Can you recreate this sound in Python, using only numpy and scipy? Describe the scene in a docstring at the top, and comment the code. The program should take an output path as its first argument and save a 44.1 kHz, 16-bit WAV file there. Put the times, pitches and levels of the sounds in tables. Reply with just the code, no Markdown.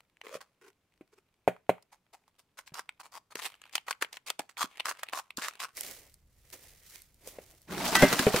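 """A small steel shovel chops and scrapes dry soil and powder in a plastic basin, close to a stereo pair
outdoors. The blade sticks and slips through grit, cracking clods and spilling crumbs; early on it
knocks twice, hard, on the basin. Dry straw drops on the heap and rustles as a light wind reaches the
microphones. Then muddy water is dumped in, splashing and gurgling, and the blade clangs twice."""
import sys
import numpy as np
from scipy import signal
from scipy.fft import rfft, irfft
from scipy.io import wavfile

SR = 44100
rng = np.random.default_rng(int(sys.argv[2]) if len(sys.argv) > 2 else 0)


def pcm_store(signal):
    """Save signal as 16-bit PCM."""
    levels = np.round(np.clip(np.atleast_2d(signal), -1, 1) * 32767)
    wavfile.write(sys.argv[1], SR, levels.astype(np.int16).T)


N = 370440
TIME = np.arange(N) / SR
RIPPLE_DB = 3  # each point of contact has its own small resonances


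def gain_of(db):
    return 10 ** (np.asarray(db) / 20)


def unit_rms(x):
    return x / np.sqrt(np.mean(x ** 2) + 1e-20)


def as_hit(x):
    """Scales a short sound to the energy of a hundredth of a second at level 1."""
    return x / np.sqrt(np.mean(np.sum(x ** 2, -1)) / (SR / 100) + 1e-20)


def value_at(curve, hz):
    curve_hz, values = np.transpose(curve)
    return np.interp(np.log(hz + 1), np.log(curve_hz + 1), values)


def add(mix, start_s, sound):
    part = mix[:, max(round(start_s * SR), 0):][:, :sound.shape[-1]]
    part += sound[..., :part.shape[1]]


def colour(x, spectrum, ripple_db=0, size=2048):
    """Causal filter that keeps clicks sharp, with optional random ripple on its spectrum."""
    hz = abs(np.fft.fftfreq(size, 1 / SR))
    ripple = np.interp(hz / 210, np.arange(128), rng.standard_normal(128))
    log_gain = np.log(gain_of(value_at(spectrum, hz) + ripple_db * ripple))
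    taps = np.fft.ifft(np.exp(np.conj(signal.hilbert(log_gain)))).real[:size // 2]
    return signal.oaconvolve(x, taps[None], axes=1)[:, :x.shape[1]]


def resonate(x, hz, width_hz):
    """A broad resonance with steep skirts."""
    b, a = signal.iirpeak(min(hz, SR / 3), max(hz / width_hz, .5), fs=SR)
    return signal.lfilter(b, a, signal.lfilter(b, a, x))


def wander(n, per_s):
    """A slow random curve of about unit size."""
    return np.interp(np.arange(n) * per_s / SR, np.arange(4096), rng.standard_normal(4096))


def swell(t, rise_s, fall_s):
    """Grows towards time zero and dies away after it."""
    return np.exp(-abs(t) / np.where(t < 0, rise_s, fall_s))


def ring(modes, t60, t):
    """The modes of a struck body, dying away together."""
    return sum(gain_of(db - 60 * t / t60) * np.sin(2 * np.pi * hz * t) for hz, db in modes)


# How alike the two microphones hear the yard. 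Each row: frequency in Hz, coherence from 0 to 1.
PAIR_COHERENCE = [(300, 0.95), (1200, 0.88), (2500, 0.62), (10000, 0.14)]

def mic_pair(x):
    """Two unrelated signals become a microphone pair: alike in the bass, apart in the treble."""
    alike = value_at(PAIR_COHERENCE, np.fft.rfftfreq(x.shape[1], 1 / SR))
    mid, side = rfft(x) * np.sqrt([(1 + alike) / 2, (1 - alike) / 2])
    return irfft([mid + side, mid - side], x.shape[1])


def noise(n):
    return mic_pair(rng.standard_normal((2, n)))


def grains(n, per_s, spread_db, clumps_per_s, clump_db=3, dust=0.12):
    """Tiny impacts of uneven size that come in clumps, over a fine dust of noise."""
    sizes = gain_of(spread_db * np.minimum(rng.exponential(1, n), 4))
    impacts = sizes * (rng.random(n) < per_s / SR) * rng.choice([-1., 1.], (2, n))
    clicks = unit_rms(impacts) + dust * rng.standard_normal((2, n))
    return mic_pair(clicks * gain_of(clump_db * wander(n, clumps_per_s)))


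# Open air all around the yard. Each row: frequency in Hz, relative level in dB.
AIR_SPECTRUM = [(25, -18.5), (150, -6.5), (2000, -22), (15000, -31.5)]
# Wind right on the microphones. Each row: time in seconds, level in dB.
WIND_LEVELS = [(5.7, -87), (5.78, -69.5), (7, -67.5)]

def air_and_wind(air_db=-79):
    """Faint even air, and wind buffeting the microphones with a lumpy rumble."""
    air = unit_rms(colour(noise(N), AIR_SPECTRUM))
    gusts = noise(N) * gain_of(1.6 * wander(N, per_s=8.5))
    rumble = signal.sosfilt(signal.butter(2, [22, 105], "band", fs=SR, output="sos"), gusts)
    wind_db = np.interp(TIME, *np.transpose(WIND_LEVELS))
    return gain_of(air_db) * air + gain_of(wind_db) * unit_rms(rumble)


def yard(x, wet_db=-19, t60=0.21, dull_hz=2600):
    """Adds weak, dull scatter from the stones and walls around, different at each microphone."""
    t = np.arange(SR // 2) / SR
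    tail = rng.standard_normal((2, len(t))) * gain_of(-60 * t / t60)
    tail = signal.lfilter(*signal.butter(1, dull_hz, fs=SR), tail / np.linalg.norm(tail[0]))
    return x + gain_of(wet_db) * signal.oaconvolve(x, tail, axes=1)[:, :N]


def snap(s, db, hz, crack_db, crush_s=0.0012, soil_db=0):
    """A crumb creaks, cracks and crumbles, ringing what it touches and the soil; gives start, sound."""
    t = np.arange(-256, 1792) / SR
    creak = 0.16 * np.exp(-abs(t) / 0.0018)
    crumble = np.exp(-abs(t) / crush_s) + 0.053 * np.exp(-abs(t) / 0.01)
    click = 2.5 * (t == 0) * [[1], [0]]
    burst = mic_pair(rng.standard_normal((2, len(t))) * np.where(t < 0, creak, crumble) + click)
    soil = gain_of(soil_db) * as_hit(colour(burst, RASP_SPECTRUM, RIPPLE_DB))
    body = as_hit(soil + as_hit(resonate(burst, hz, 0.7 * hz)))
    crack = gain_of(crack_db) * as_hit(colour(burst, GRIT_SPECTRUM, RIPPLE_DB))
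    return s + t[0], gain_of(db) * (body + crack)


# Soil sliding off the blade and down the heap.
# Each row: middle in seconds, half length in seconds, level in dB.
SOIL_SPILLS = [(1.099, 1.88, -87.5), (3.515, 0.071, -64.5), (3.689, 0.093, -67.5), (4.78, 0.072, -58.5),
               (5.077, 0.13, -61), (5.546, 0.039, -58)]

def spills(crumbs_per_s=34, crumb_db=6.5, spread_db=14, hiss_db=-6, steel_hz=2322):
    """Fine soil trickles over steel; loose bits roll with it, each its own size and pitch, few large."""
    out, power = np.zeros((2, N)), np.zeros(N)
    fines = grains(N, per_s=7100, spread_db=6.5, clumps_per_s=210)
    trickle = unit_rms(resonate(fines, steel_hz, 1600)) + unit_rms(colour(fines, RASP_SPECTRUM))
    trickle += gain_of(hiss_db) * unit_rms(colour(fines, GRIT_SPECTRUM))
    for middle, half, db in SOIL_SPILLS:
        slide = np.exp(-np.minimum(((TIME - middle) / half) ** 2, 20))
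        power += (gain_of(db) * slide) ** 2
        for when, size, pitch, softness in rng.random((round(2 * half * crumbs_per_s), 4)):
            s = middle + half * (2 * when - 1)
            bit_db = db + crumb_db + spread_db * (size ** 2 - .5)
            add(out, *snap(s, bit_db, hz=1500 * 2 ** pitch, crack_db=-14 * softness))
    return out + np.sqrt(power) * unit_rms(trickle)


# Straw moving on the heap, a little to the right. Each row: crest, rise and fall in seconds,
# crackle level in dB, low rustle in dB relative to the crackle.
STRAW_MOVES = [(5.777, 0.011, 0.06, -39.5, -20), (5.849, 0.027, 0.086, -40, -10),
               (6.533, 0.0051, 0.017, -41.5, -7.5), (6.65, 0.14, 0.12, -54, -13),
               (6.958, 0.11, 0.059, -50.5, -21), (7.278, 0.027, 0.054, -47.5, -7),
               (7.42, 0.15, 0.22, -58.5, -6.5)]
# The crackle of dry stalks. Each row: frequency in Hz, relative level in dB.
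STALK_SPECTRUM = [(500, -17.5), (1800, -4.5), (6000, -1), (15000, -2.5)]
# Single stalks snapping. Each row: time in seconds, level in dB.
STALK_BREAKS = [(5.77, -44.5), (5.809, -37), (6.142, -59.5), (7.0196, -55.5), (7.144, -67.5),
                (7.2746, -47.5), (7.618, -64)]

def straw(scratch_db=-12, tick_db=-7):
    """Fine stalks crackle together and stiff ones tick singly, over the soft rustle of the bundle."""
    moves = np.array([gain_of(db) * swell(TIME - s, rise, fall) for s, rise, fall, db, _ in STRAW_MOVES])
    crackle_level = np.linalg.norm(moves, axis=0)
    rustle_level = np.linalg.norm(moves * gain_of([[db] for *_, db in STRAW_MOVES]), axis=0)
    stalks = unit_rms(grains(N, per_s=14000, spread_db=0, clumps_per_s=260))
    stalks += gain_of(tick_db) * unit_rms(grains(N, per_s=70, spread_db=4, clumps_per_s=10))
    bundle = grains(N, per_s=4500, spread_db=4, clumps_per_s=49)
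    out = crackle_level * unit_rms(colour(stalks, STALK_SPECTRUM))
    out += rustle_level * unit_rms(resonate(bundle, 440, 600))
    out += gain_of(scratch_db) * crackle_level * unit_rms(resonate(bundle, 2000, 750))
    for s, db in STALK_BREAKS:
        add(out, *snap(s, db, hz=10600, crack_db=-5.5, crush_s=0.0011, soil_db=-19))
    return out * gain_of([[-1], [1]])


def bubbles(start_s, low_hz, high_hz, per_s, cycles=9, pitches=20):
    """One second of air pockets, each a short note that rises as it nears the surface."""
    out, t = np.zeros((2, N)), np.arange(SR // 5) / SR
    for hz in np.geomspace(low_hz, high_hz, pitches):
        age = hz * t / cycles
        note = np.sin(2 * np.pi * hz * t * (1 + 0.117 * np.tanh(age / 2))) * np.exp(-age)
        for delay, size, pan in rng.random((round(per_s / pitches), 3)):
            add(out, start_s + delay, gain_of(20 * size) * np.sqrt([[1 - pan], [pan]]) * note)
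    return out / np.sqrt(np.mean(out[:, TIME > start_s] ** 2))


# Water splashing and churning in the basin, close up. Each row: frequency in Hz, relative level in dB.
SPLASH_SPECTRUM = [(250, -18.5), (700, 15.5), (1400, 13.5), (4000, 7.5), (8000, 0.5)]
CHURN_SPECTRUM = [(30, -14), (100, 2.5), (175, 14.5), (550, 1), (2500, -25)]
# Slugs of water that swell the pour. Each row: time in seconds, level in dB over the steady flow.
WATER_SURGES = [(7.953, 9), (8.022, 2.5), (8.128, 1), (8.192, 5), (8.361, 2.5)]

def pour(start_s=7.668, splash_db=-32, churn_db=-39, sag_db_per_s=7,
         fizz_db=-5, spray_db=-5, gurgle_db=-1):
    """Water hits straw and soil: it churns at once, splashes more as it pools, and each slug slaps."""
    age = np.maximum(TIME - start_s, 0)
    surges = sum(gain_of(db) * swell(TIME - s, rise_s=0.002, fall_s=0.02) for s, db in WATER_SURGES)
    flow = gain_of(-sag_db_per_s * age) * (1 + surges)
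    pooled = np.minimum(age / 0.2, 1)
    churn_onset = np.minimum(age / 0.045, 1) ** 2
    drops = grains(N, per_s=5000, spread_db=4.5, clumps_per_s=55)
    slugs = grains(N, per_s=1600, spread_db=2.5, clumps_per_s=62)
    droplets = grains(N, per_s=6100, spread_db=4, clumps_per_s=140)
    splash = unit_rms(colour(drops, SPLASH_SPECTRUM))
    splash += gain_of(fizz_db) * bubbles(start_s, 599, 7970, per_s=400)
    splash += gain_of(spray_db) * pooled * unit_rms(colour(droplets, GRIT_SPECTRUM))
    churn = unit_rms(colour(slugs, CHURN_SPECTRUM))
    churn += gain_of(gurgle_db) * pooled * bubbles(start_s, 191.6, 867, per_s=100, cycles=5.5)
    out = flow * (gain_of(splash_db) * pooled * splash + gain_of(churn_db) * churn_onset * churn)
    for s, db in WATER_SURGES:
        add(out, *snap(s, splash_db + db, hz=1510, crack_db=0, crush_s=0.0055))
    return out


# Modes of the plastic basin. 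Each row: frequency in Hz, relative level in dB.
BASIN_MODES = [(120, -6), (178, -2.5), (244, -5.5), (388, 3), (527, -3), (625, 0.5), (760, -3)]

def knock(s, db, hz, decay_s, ring_db=-11, t60=0.11, rattle_db=-14, crack_db=-28):
    """A damped swing of the plastic wall, its low modes and soil rattling inside; gives start, sound."""
    t = np.arange(SR // 4) / SR
    swing = -np.sin(2 * np.pi * hz * t) * np.exp(-t / decay_s) * (1 - np.exp(-t / 0.00078))
    wall = as_hit(swing) + gain_of(ring_db) * as_hit(ring(BASIN_MODES, t60, t))
    jolt = noise(len(t)) * (np.exp(-t / 0.0056) + 0.11 * np.exp(-t / 0.032))
    rattle = gain_of(rattle_db) * as_hit(colour(jolt, RASP_SPECTRUM, RIPPLE_DB))
    crack = gain_of(crack_db) * as_hit(colour(jolt, GRIT_SPECTRUM))
    return s, gain_of(db) * (wall + rattle + crack)


# Heavy slugs of water on the basin floor. Each row: start in seconds, level in dB, pitch in Hz.
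WATER_PLUNGES = [(8.025, -16.5, 409), (8.0321, -14, 584), (8.037, -19, 273), (8.197, -30, 261),
                 (8.2673, -17, 423), (8.342, -23.5, 490)]

def plunges(decay_cycles=4.3, heave_hz=198):
    """Plunging water swings the wall for several cycles and heaves the whole basin."""
    out = np.zeros((2, N))
    for s, db, hz in WATER_PLUNGES:
        add(out, *knock(s, db, hz, decay_cycles / hz))
        add(out, *knock(s, db, heave_hz, decay_s=0.002))
    return out


# Soil and straw landing in the basin. Each row: start in seconds, level in dB, pitch in Hz.
SOFT_LANDINGS = [(0.3531, -40.5, 503), (1.0098, -48.5, 326), (2.72, -53, 147), (3.355, -43, 400),
                 (4.3948, -44, 302), (4.6414, -42.5, 259), (5.381, -41, 257), (7.2737, -45.5, 496),
                 (7.3858, -40.5, 524)]

def thumps(decay_cycles=1.07):
    """A soft load gives the wall a dull swing that dies at once."""
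    out = np.zeros((2, N))
    for s, db, hz in SOFT_LANDINGS:
        add(out, *knock(s, db, hz, decay_cycles / hz))
    return out


# Hard raps of the shovel on the basin, close up. Each row: start in seconds, level in dB.
SHOVEL_RAPS = [(1.4769, -17), (1.6936, -17.5)]

def raps(decay_s=0.0012, rebound_s=0.0065, settle_s=0.088):
    """The shovel hits the wall, rebounds and touches again; the jolted soil then lands."""
    out = np.zeros((2, N))
    for s, db in SHOVEL_RAPS:
        add(out, *knock(s, db, hz=654, decay_s=decay_s))
        add(out, *knock(s + rebound_s, db - 10, hz=477, decay_s=decay_s))
        add(out, *snap(s + settle_s, db - 39, hz=900, crack_db=-35))
    return out


# Modes of the steel blade. Each row: frequency in Hz, relative level in dB.
BLADE_MODES = [(1543, -0.5), (1814, -6.5), (1967, 2.5), (2685, -10.5), (3170, -10.5)]
# The blade struck during the pour.
# Each row: start in seconds, level in dB, seconds for the ring to fall 60 dB, pitch ratio.
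BLADE_STRIKES = [(7.951, -25, 0.52, 1), (8.024, -21, 0.16, 1.06)]

def clangs(wash_db=-2):
    """The blade clangs in a wash of splashing that outlasts the ring; water damps the second clang."""
    out, t = np.zeros((2, N)), np.arange(SR // 2) / SR
    for s, db, t60, pitch in BLADE_STRIKES:
        wash = colour(noise(len(t)), SPLASH_SPECTRUM) * np.exp(-t / 0.099)
        steel = ring([(hz * pitch, mode_db) for hz, mode_db in BLADE_MODES], t60, t)
        add(out, s, gain_of(db) * (steel + gain_of(wash_db) * as_hit(wash)))
    return out


# Pebbles meeting the blade. Each row: time in seconds, level in dB.
PEBBLE_TICKS = [(0.17, -64), (0.2146, -46.5), (2.8921, -39.5), (3.639, -53.5), (3.7802, -35.5),
                (3.928, -41.5), (4.047, -40.5), (4.5703, -44.5), (4.7991, -33.5), (4.805, -34),
                (5.087, -43.5), (5.306, -43)]

def pebbles(centre_hz=2230, spread_octaves=0.5):
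    """Pebbles tick on the steel, each at a slightly different pitch."""
    out = np.zeros((2, N))
    for s, db in PEBBLE_TICKS:
        hz = centre_hz * 2 ** (spread_octaves * (rng.random() - .5))
        add(out, *snap(s, db, hz, crack_db=-11.5, crush_s=0.00093, soil_db=-6.5))
    return out


# Clods and grit under the blade. Each row: time in seconds, level in dB, crack in dB over the body.
CLOD_CRACKS = [(0.2675, -45, -22), (1.825, -71, 7.5), (2.7421, -51.5, 7.5), (2.7932, -37.5, -6),
               (3.355, -40.5, 0.5), (3.7542, -31, 3), (3.8828, -35.5, -11.5), (3.9089, -31, -2.5),
               (4.0237, -26.5, -7.5), (4.129, -51, 6), (4.17, -44.5, -4.5), (4.3017, -33, 1.5),
               (4.3932, -34.5, -3), (4.8557, -33, -3), (5.0327, -35.5, -3.5), (5.1334, -34, -7.5),
               (5.372, -55, 19)]

def clods():
    """Clods crack at the pitch of the push that starts nearest in time."""
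    out = np.zeros((2, N))
    for s, db, crack_db in CLOD_CRACKS:
        *_, hz = min(SHOVEL_PUSHES, key=lambda push: abs(push[0] - s))
        add(out, *snap(s, db, hz, crack_db, crush_s=0.0025))
    return out


# The rasp of dry soil and the hiss of its grit. Each row: frequency in Hz, relative level in dB.
RASP_SPECTRUM = [(80, -28.5), (420, 0.5), (1000, 9.5), (2600, 5.5), (3600, -9.5), (7000, -19.5)]
GRIT_SPECTRUM = [(1200, -66.5), (3000, -7.5), (4500, 0.5), (8500, -4), (15000, -14)]
# Pushes of the blade through soil, close to the microphones.
# Each row: start in seconds, length in seconds, level in dB, centre of the rasp in Hz.
SHOVEL_PUSHES = [(0.234, 0.06, -49.5, 477), (0.31, 0.049, -41.5, 564), (0.403, 0.0091, -47.5, 1120),
                 (0.609, 0.076, -55.5, 406), (1.115, 0.022, -61.5, 416), (1.154, 0.032, -62.5, 375),
                 (1.915, 0.024, -55.5, 900), (2.127, 0.01, -50, 850), (2.275, 0.0047, -63, 950),
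                 (2.382, 0.016, -60, 3170), (2.571, 0.018, -45, 1330), (2.66, 0.019, -53, 2200),
                 (2.736, 0.06, -43.5, 1170), (2.994, 0.0097, -45.5, 980), (3.029, 0.036, -52.5, 980),
                 (3.116, 0.053, -45.5, 980), (3.303, 0.019, -52, 1140), (3.35, 0.05, -43, 1440),
                 (3.408, 0.054, -37, 2380), (3.723, 0.04, -44.5, 2280), (3.864, 0.047, -42.5, 1170),
                 (4.008, 0.017, -37, 1470), (4.122, 0.036, -52, 1990), (4.261, 0.019, -40.5, 2350),
                 (4.392, 0.0073, -40, 836), (4.487, 0.012, -52, 1620), (4.573, 0.057, -29.5, 1196),
                 (4.849, 0.051, -33, 1281), (4.983, 0.012, -50.5, 1540), (5.121, 0.067, -36, 1005),
                 (5.374, 0.024, -39.5, 1180), (5.412, 0.033, -34.5, 1580), (5.452, 0.031, -36.5, 1400),
                 (5.591, 0.022, -39, 2200), (5.612, 0.028, -35.5, 1210)]

def shovel(bite_s=0.0059, swell_db=10.5, release_s=0.011, crumble_db=-22, crumble_s=0.046,
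           broad_hz=1900, note_hz=1120, note_full_db=-23.5):
    """The blade sticks and slips in grit; soil damps it to one resonance; hard pushes sound its note."""
    out, t = np.zeros((2, N)), np.arange(SR // 4) / SR
    for start, length, db, hz in SHOVEL_PUSHES:
        bite = np.minimum(t / bite_s, 1)
        press = gain_of(swell_db * (t / length - 1))
        release = np.exp((length - t) / release_s)
        crumble = (t > length) * gain_of(crumble_db) * np.exp(-abs(t - length) / crumble_s)
        push = np.maximum(bite * np.where(t < length, press, release), crumble)
        grit = grains(len(t), per_s=3000, spread_db=6, clumps_per_s=150)
        sand = grit + grains(len(t), per_s=3700, spread_db=5, clumps_per_s=82)
        width_hz = hz * min(hz / broad_hz, 1)  # dull pushes ring the basin floor narrowly
        rasp = unit_rms(colour(grit, RASP_SPECTRUM, RIPPLE_DB))
        rasp += 1.19 * unit_rms(resonate(grit, hz, width_hz))
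        rasp += min(gain_of(db - note_full_db), 1) * unit_rms(resonate(grit, note_hz, width_hz=160))
        hiss = colour(sand, GRIT_SPECTRUM, RIPPLE_DB)
        hiss_db = -4 + 3.5 * np.log2(hz / 1000)  # a sharper rasp hisses more
        for layer, layer_db in (rasp, db), (hiss, db + hiss_db):
            add(out, start, gain_of(layer_db) * unit_rms(layer * push) * np.sqrt(np.mean(push ** 2)))
    return out


def scene():
    """The work at the basin up close, with the yard and the open air behind it."""
    digging = shovel() + clods() + pebbles()
    basin = raps() + thumps() + plunges()
    return yard(digging + basin + clangs() + spills() + straw() + pour()) + air_and_wind()


def record(dry):
    """The recorder passes nothing much above 15.8 kHz."""
    lowpass = signal.firwin(255, 15800, window=("kaiser", 9), fs=SR)
    return signal.oaconvolve(dry, lowpass[None], "same")


dry = scene()
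out = record(dry)
pcm_store(out)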